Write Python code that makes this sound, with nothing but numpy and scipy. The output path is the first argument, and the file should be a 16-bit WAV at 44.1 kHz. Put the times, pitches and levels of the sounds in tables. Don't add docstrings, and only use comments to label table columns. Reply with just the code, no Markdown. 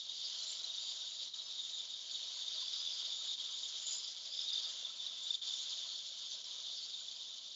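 import sys
import numpy as np
from scipy import signal
from scipy.fft import rfft, irfft, next_fast_len
from scipy.io import wavfile
from scipy.ndimage import uniform_filter1d, map_coordinates

SR = 44100
rng = np.random.default_rng(int(sys.argv[2]) if len(sys.argv) > 2 else 0)


def digitize_waveform(pressure):
    field = np.atleast_2d(pressure).T
    bounded = np.clip(field, -1, 1)
    quanta = np.round(bounded * 32767).astype(np.int16)
    wavfile.write(sys.argv[1], SR, quanta)


def amplitude_ratio(level_db):
    exponent = np.asarray(level_db, float) / 20
    return 10 ** exponent


N = 332955
TIME = np.arange(N) / SR

# freq_hz, density_db (per Hz)
VENT_SPECTRUM = [(15, -65.5), (25, -40), (50, -16), (80, -9), (161, -3.5), (265, 0), (324, -5.5), (420, -6),
                 (550, -28.5), (920, -120)]
# time_s, jet_db, boiling_db
FLOW_LEVELS = [(0, -62.5, -76.5), (.25, -56.5, -71), (.55, -56, -69.5), (.8, -57, -71), (1.5, -59.5, -72),
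               (2.0, -59.5, -72.5), (2.35, -57, -69.5), (3.0, -56.5, -70), (3.5, -58.5, -71.5),
               (3.92, -55.5, -69), (4.2, -59.5, -72.5), (4.55, -57.5, -68.5), (5.15, -61, -72),
               (5.45, -56, -70), (5.7, -56.5, -71), (6.2, -59.5, -73.5), (6.7, -58, -72),
               (7.55, -62.5, -75.5)]
# start_s, return_s, depth_db
GAS_POCKETS = [
    (1.275, 1.339, -10),
    (3.34, 3.379, -6.5),
    (3.835, 3.866, -4),
    (5.345, 5.4175, -12),
    (6.41, 6.441, -5),
]
# freq_hz, density_db (per Hz)
SPRAY_SPECTRUM = [(1290, -56), (2200, -26), (2700, -26), (2880, -13), (3050, -4), (3250, -1), (3600, -0.1),
                  (4170, -3), (4720, -5), (5970, -9), (6790, -9.5), (7470, -16.5), (8400, -70),
                  (10900, -120)]
# freq_hz, density_db (per Hz)
BOIL_SPECTRUM = [(210, -52), (350, -14), (661, -5), (865, -11.5), (986, -9.5), (1770, -12.5), (2520, -9),
                 (2800, -2.5), (3640, -30.5), (6160, -120)]
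# pitch_hz, width_hz, boost_db
HOSE_MODES = [(670, 61, 1.5), (984, 38, 7.5), (1067, 26, 5.5), (1307, 62, 5), (1560, 210, 2.5)]
# time_s, pitch_hz, level_db
LOW_WHISTLE = [(0, 3750, -47.5), (.2, 3680, -45), (.36, 3800, -52), (.55, 3930, -48.5), (.72, 3740, -44.5),
               (1.0, 3680, -44), (1.25, 3820, -47), (1.65, 3670, -43), (2.05, 3690, -47.5),
               (2.7, 3625, -42.5), (3.55, 3650, -43.5), (4.05, 3500, -57.5), (4.33, 3560, -48.5),
               (4.5, 3680, -37.5), (4.75, 3540, -45.5), (5.5, 3590, -43.5), (6.2, 3530, -50),
               (7.55, 3650, -50)]
# time_s, length_s, level_db, pitch_hz
LOW_WHISTLE_SWELLS = [(3.319, .1, -44, 3650), (5.129, .08, -46.5, 3675), (.78, 0.099, -46, 3718),
                      (1.0, .1, -46, 3670), (4.57, .07, -43, 3651), (6.66, .2, -46, 3750),
                      (6.949, .15, -48, 3620)]
# time_s, length_s, level_db, pitch_hz
MID_WHISTLE_SWELLS = [(.25, .15, -46, 4640), (.47, .12, -47, 4200), (.86, .2, -47, 4710),
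                      (1.15, .2, -51, 4673), (2.14, .12, -47, 4456), (2.39, .12, -44, 4516),
                      (2.64, .12, -45, 4610), (2.9, .4, -46.5, 4800), (3.7, .3, -52, 4870),
                      (4.0, .18, -45, 4994), (4.4, .14, -43, 4980), (4.6, .2, -44, 4640),
                      (5.32, .08, -48, 4630), (5.47, .1, -47, 4600), (5.91, .14, -49, 4445),
                      (6.29, .12, -51.5, 4510), (6.82, .18, -47.5, 4595)]
# time_s, length_s, level_db, pitch_hz
TOP_WHISTLE_SWELLS = [(.5, .1, -47.5, 7210), (.88, .15, -51, 7007), (1.1, 0.1498, -53, 6830),
                      (1.72, .2, -53, 6930), (2.139, .12, -54, 6800), (2.391, .1, -52, 6704),
                      (3.201, .3, -53.5, 6890), (3.62, .15, -48.5, 6910), (3.9, .13, -42, 6993),
                      (4.499, .4, -57.5, 6790), (5.28, .14, -55, 7200), (5.55, .35, -50.5, 6854),
                      (5.92, .2, -56, 6760), (6.29, .1, -57, 6610), (7.0, .2, -57.5, 6960)]
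# start_s, peak_db, pitch_hz
SLUG_CHIRPS = [(.0942, -34, 3710), (.4214, -34, 4120), (.6429, -32, 4060), (.9308, -36, 3620),
               (2.1141, -34, 3650), (2.4798, -33, 3700), (2.5815, -33, 3630), (2.6803, -32, 3460),
               (2.7362, -31, 3780), (2.8739, -32, 3490), (3.0515, -33, 3700), (3.3144, -31, 3660),
               (3.3987, -33, 3320), (3.461, -34, 3640), (3.6331, -32, 3720), (4.3909, -29, 3600),
               (4.4792, -30, 3780), (4.557, -30, 3670), (4.579, -28, 3590), (4.8494, -29, 3550),
               (5.0, -33, 3580), (5.0649, -32, 3840), (5.2679, -33, 3810), (5.306, -23, 3600),
               (5.3428, -29, 3600), (5.349, -28, 3620), (5.4221, -36, 3540), (5.5069, -32, 3450),
               (5.5373, -32, 3580), (7.0833, -34, 3490)]
# start_s, peak_db, pitch_hz, length_s
SLUG_SQUEAKS = [(0.517, -36, 7210, 0.0074), (0.75, -35.5, 4510, 0.008), (2.1116, -37, 4430, 0.0097),
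                (2.238, -35.5, 4470, 0.0066), (2.616, -38.5, 4320, 0.0059), (2.802, -34, 4970, 0.0071),
                (3.887, -32, 7000, 0.0073), (3.91, -30.5, 7010, 0.0069), (4.414, -32, 5180, 0.0067),
                (4.4872, -32.5, 4430, 0.0097), (4.532, -30, 4960, 0.008), (5.415, -44, 4550, 0.0073),
                (5.959, -36.5, 4420, 0.0074), (6.444, -38.5, 5540, 0.0067)]
# start_s, peak_db, pitch_hz, length_s
NECK_BUBBLES = [
    (1.031, -62, 1520, 0.025),
    (2.366, -59, 976, 0.024),
    (2.507, -61, 1350, 0.02),
    (2.624, -55.5, 1025, 0.02),
    (3.21, -60, 1335, 0.02),
    (4.9, -57.5, 1330, 0.017),
    (7.007, -62, 1495, 0.022),
]
# freq_hz, gain_db
MIC_RESPONSE = [(7200, -1), (7600, -7), (7850, -10), (8050, -16), (8150, -50), (8300, -93.5)]
# time_s, low_hz, high_hz, level_db
CHANNEL_SPLITS = [(1.253, 6280, 7500, -64), (1.462, 4200, 6240, -54), (2.79, 4580, 6220, -53),
                  (3.947, 4230, 5650, -51), (4.97, 6400, 7500, -65.5), (6.338, 5170, 6900, -62)]


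def unit(x):
    return x / np.sqrt(np.mean(np.abs(x) ** 2) + 1e-20)


def along(points, hz):
    f, v = np.transpose(points)
    return np.interp(np.log(hz + 1), np.log(f + 1), v)


def curves(rows):
    s, *columns = np.transpose(rows)
    return [np.interp(TIME, s, column) for column in columns]


def wobble(rate):
    knots = rng.standard_normal(4000)
    return map_coordinates(knots, [TIME * rate])


def filtered(x, response):
    size = next_fast_len(N + 8192)
    spectrum = rfft(x, size) * response(np.fft.rfftfreq(size, 1 / SR))
    return unit(irfft(spectrum, size)[..., :N])


def patchy(patchy_db, spray, size):
    z = signal.stft(rng.standard_normal(N), nperseg=size)[2]
    field = uniform_filter1d(rng.standard_normal(z.shape), size=5, axis=0)
    field = uniform_filter1d(field, size=8, axis=1)
    hiss = signal.istft(z * amplitude_ratio(patchy_db * unit(field)), nperseg=size)[1][:N]
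    drops = rng.standard_normal(N) * (rng.random(N) < .03)
    spray = np.clip(spray, 0, 1)
    return np.sqrt(1 - spray) * unit(hiss) + np.sqrt(spray) * unit(drops)


def vents():
    return amplitude_ratio(-82.5) * filtered(rng.standard_normal(N), lambda f: amplitude_ratio(along(VENT_SPECTRUM, f)))


def chirps():
    out = np.zeros(N + SR)
    t = np.arange(SR // 10) / SR
    slug_s = .012
    slugs = [(*row, slug_s) for row in SLUG_CHIRPS]
    for start_s, peak_db, pitch_hz, length_s in slugs + SLUG_SQUEAKS + NECK_BUBBLES:
        u = t / (.16 * length_s)
        swell = (u / 2) ** 2 * np.exp(2 - u)
        first = max(round((start_s - .002) * SR), 0)
        out[first:][:len(t)] += amplitude_ratio(peak_db - 3.0) * swell * np.sin(2 * np.pi * pitch_hz * t)
    return out[:N]


def swelling(rest_hz, rest_db, swells):
    power = amplitude_ratio(2 * rest_db) * np.ones(N)
    pull = power * rest_hz
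    for time_s, length_s, level_db, pitch_hz in swells:
        bump = amplitude_ratio(2 * level_db) * np.exp(-(2 * (TIME - time_s) / length_s) ** 2)
        power = power + bump
        pull = pull + bump * pitch_hz
    return pull / power, 10 * np.log10(power)


def breathy(track, width_hz, flutter_db, under_db):
    hz, db = track
    noise = rng.standard_normal((2, N))
    a, b = filtered(noise, lambda f: 1 / (1 + (2 * f / width_hz) ** 2) ** 1.146)
    phase = 2 * np.pi * np.cumsum(hz * (1 + .009 * wobble(35))) / SR
    gusts = amplitude_ratio(flutter_db * (wobble(60) + 0.44 * wobble(25)))
    return amplitude_ratio(db - under_db) * unit(gusts * (a * np.cos(phase) + b * np.sin(phase)))


def whistles(sputter):
    low_track = swelling(*curves(LOW_WHISTLE), LOW_WHISTLE_SWELLS)
    mid_track = swelling(4570, -55, MID_WHISTLE_SWELLS)
    top_track = swelling(6750, -65, TOP_WHISTLE_SWELLS)
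    low = breathy(low_track, width_hz=400, flutter_db=2.4, under_db=3.5)
    mid = breathy(mid_track, width_hz=700, flutter_db=2.4, under_db=4.5)
    top = breathy(top_track, width_hz=520, flutter_db=2.5, under_db=4)
    return amplitude_ratio(0.14 * sputter) * (low + mid + top)


def stalls():
    db = np.zeros(N)
    for start_s, return_s, depth_db in GAS_POCKETS:
        times = [start_s, (start_s + return_s) / 2, return_s - .003, return_s]
        db += np.interp(TIME, times, [0, .75 * depth_db, depth_db, 0])
    return amplitude_ratio(db)


def boiling(boil_db):
    mean_db, handover_hz = -72, 1200
    hose_db = mean_db + .9 * (boil_db - mean_db)
    neck_db = mean_db + 1.3 * (boil_db - mean_db)

    def ringing(f):
        modes_db = sum(db / (1 + (2 * (f - hz) / width) ** 2) for hz, width, db in HOSE_MODES)
        return amplitude_ratio(along(BOIL_SPECTRUM, f) + modes_db)

    def hose_share(f):
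        return 1 / (1 + (f / handover_hz) ** 20)

    boil = patchy(patchy_db=1.9, spray=.16, size=512)
    hose = filtered(boil, lambda f: ringing(f) * hose_share(f))
    neck = filtered(boil, lambda f: ringing(f) * (1 - hose_share(f)))
    return amplitude_ratio(hose_db - 0.8) * hose + amplitude_ratio(neck_db + 3.0) * neck


def jet(sputter):
    jet_db, boil_db = curves(FLOW_LEVELS)
    noise = patchy(patchy_db=3.0, spray=.35, size=256)
    spray = filtered(noise, lambda f: amplitude_ratio(along(SPRAY_SPECTRUM, f)))
    return amplitude_ratio(jet_db + 10.5 + .9 * sputter) * spray + amplitude_ratio(0.58 * sputter) * boiling(boil_db)


def scene():
    sputter = .6 * wobble(14) + wobble(30)
    starved = stalls()
    mono = vents() + chirps()
    mono += starved ** .75 * whistles(sputter)
    mono += starved * jet(sputter)
    return np.array([mono, mono])


def splits():
    side = np.zeros(N)
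    for time_s, low_hz, high_hz, level_db in CHANNEL_SPLITS:
        band = filtered(rng.standard_normal(N), lambda f: (f > low_hz) & (f < high_hz))
        side += amplitude_ratio(level_db) * band / (1 + ((TIME - time_s) / 0.013) ** 8)
    return np.array([side, -side])


def band_limit(x):
    return signal.sosfilt(signal.butter(12, 8610, fs=SR, output="sos"), x)


def record(dry):
    level = np.sqrt(np.mean(dry ** 2))
    heard = level * filtered(dry, lambda f: amplitude_ratio(along(MIC_RESPONSE, f)))
    return band_limit(heard + splits())


dry = scene()
out = record(dry)
digitize_waveform(out)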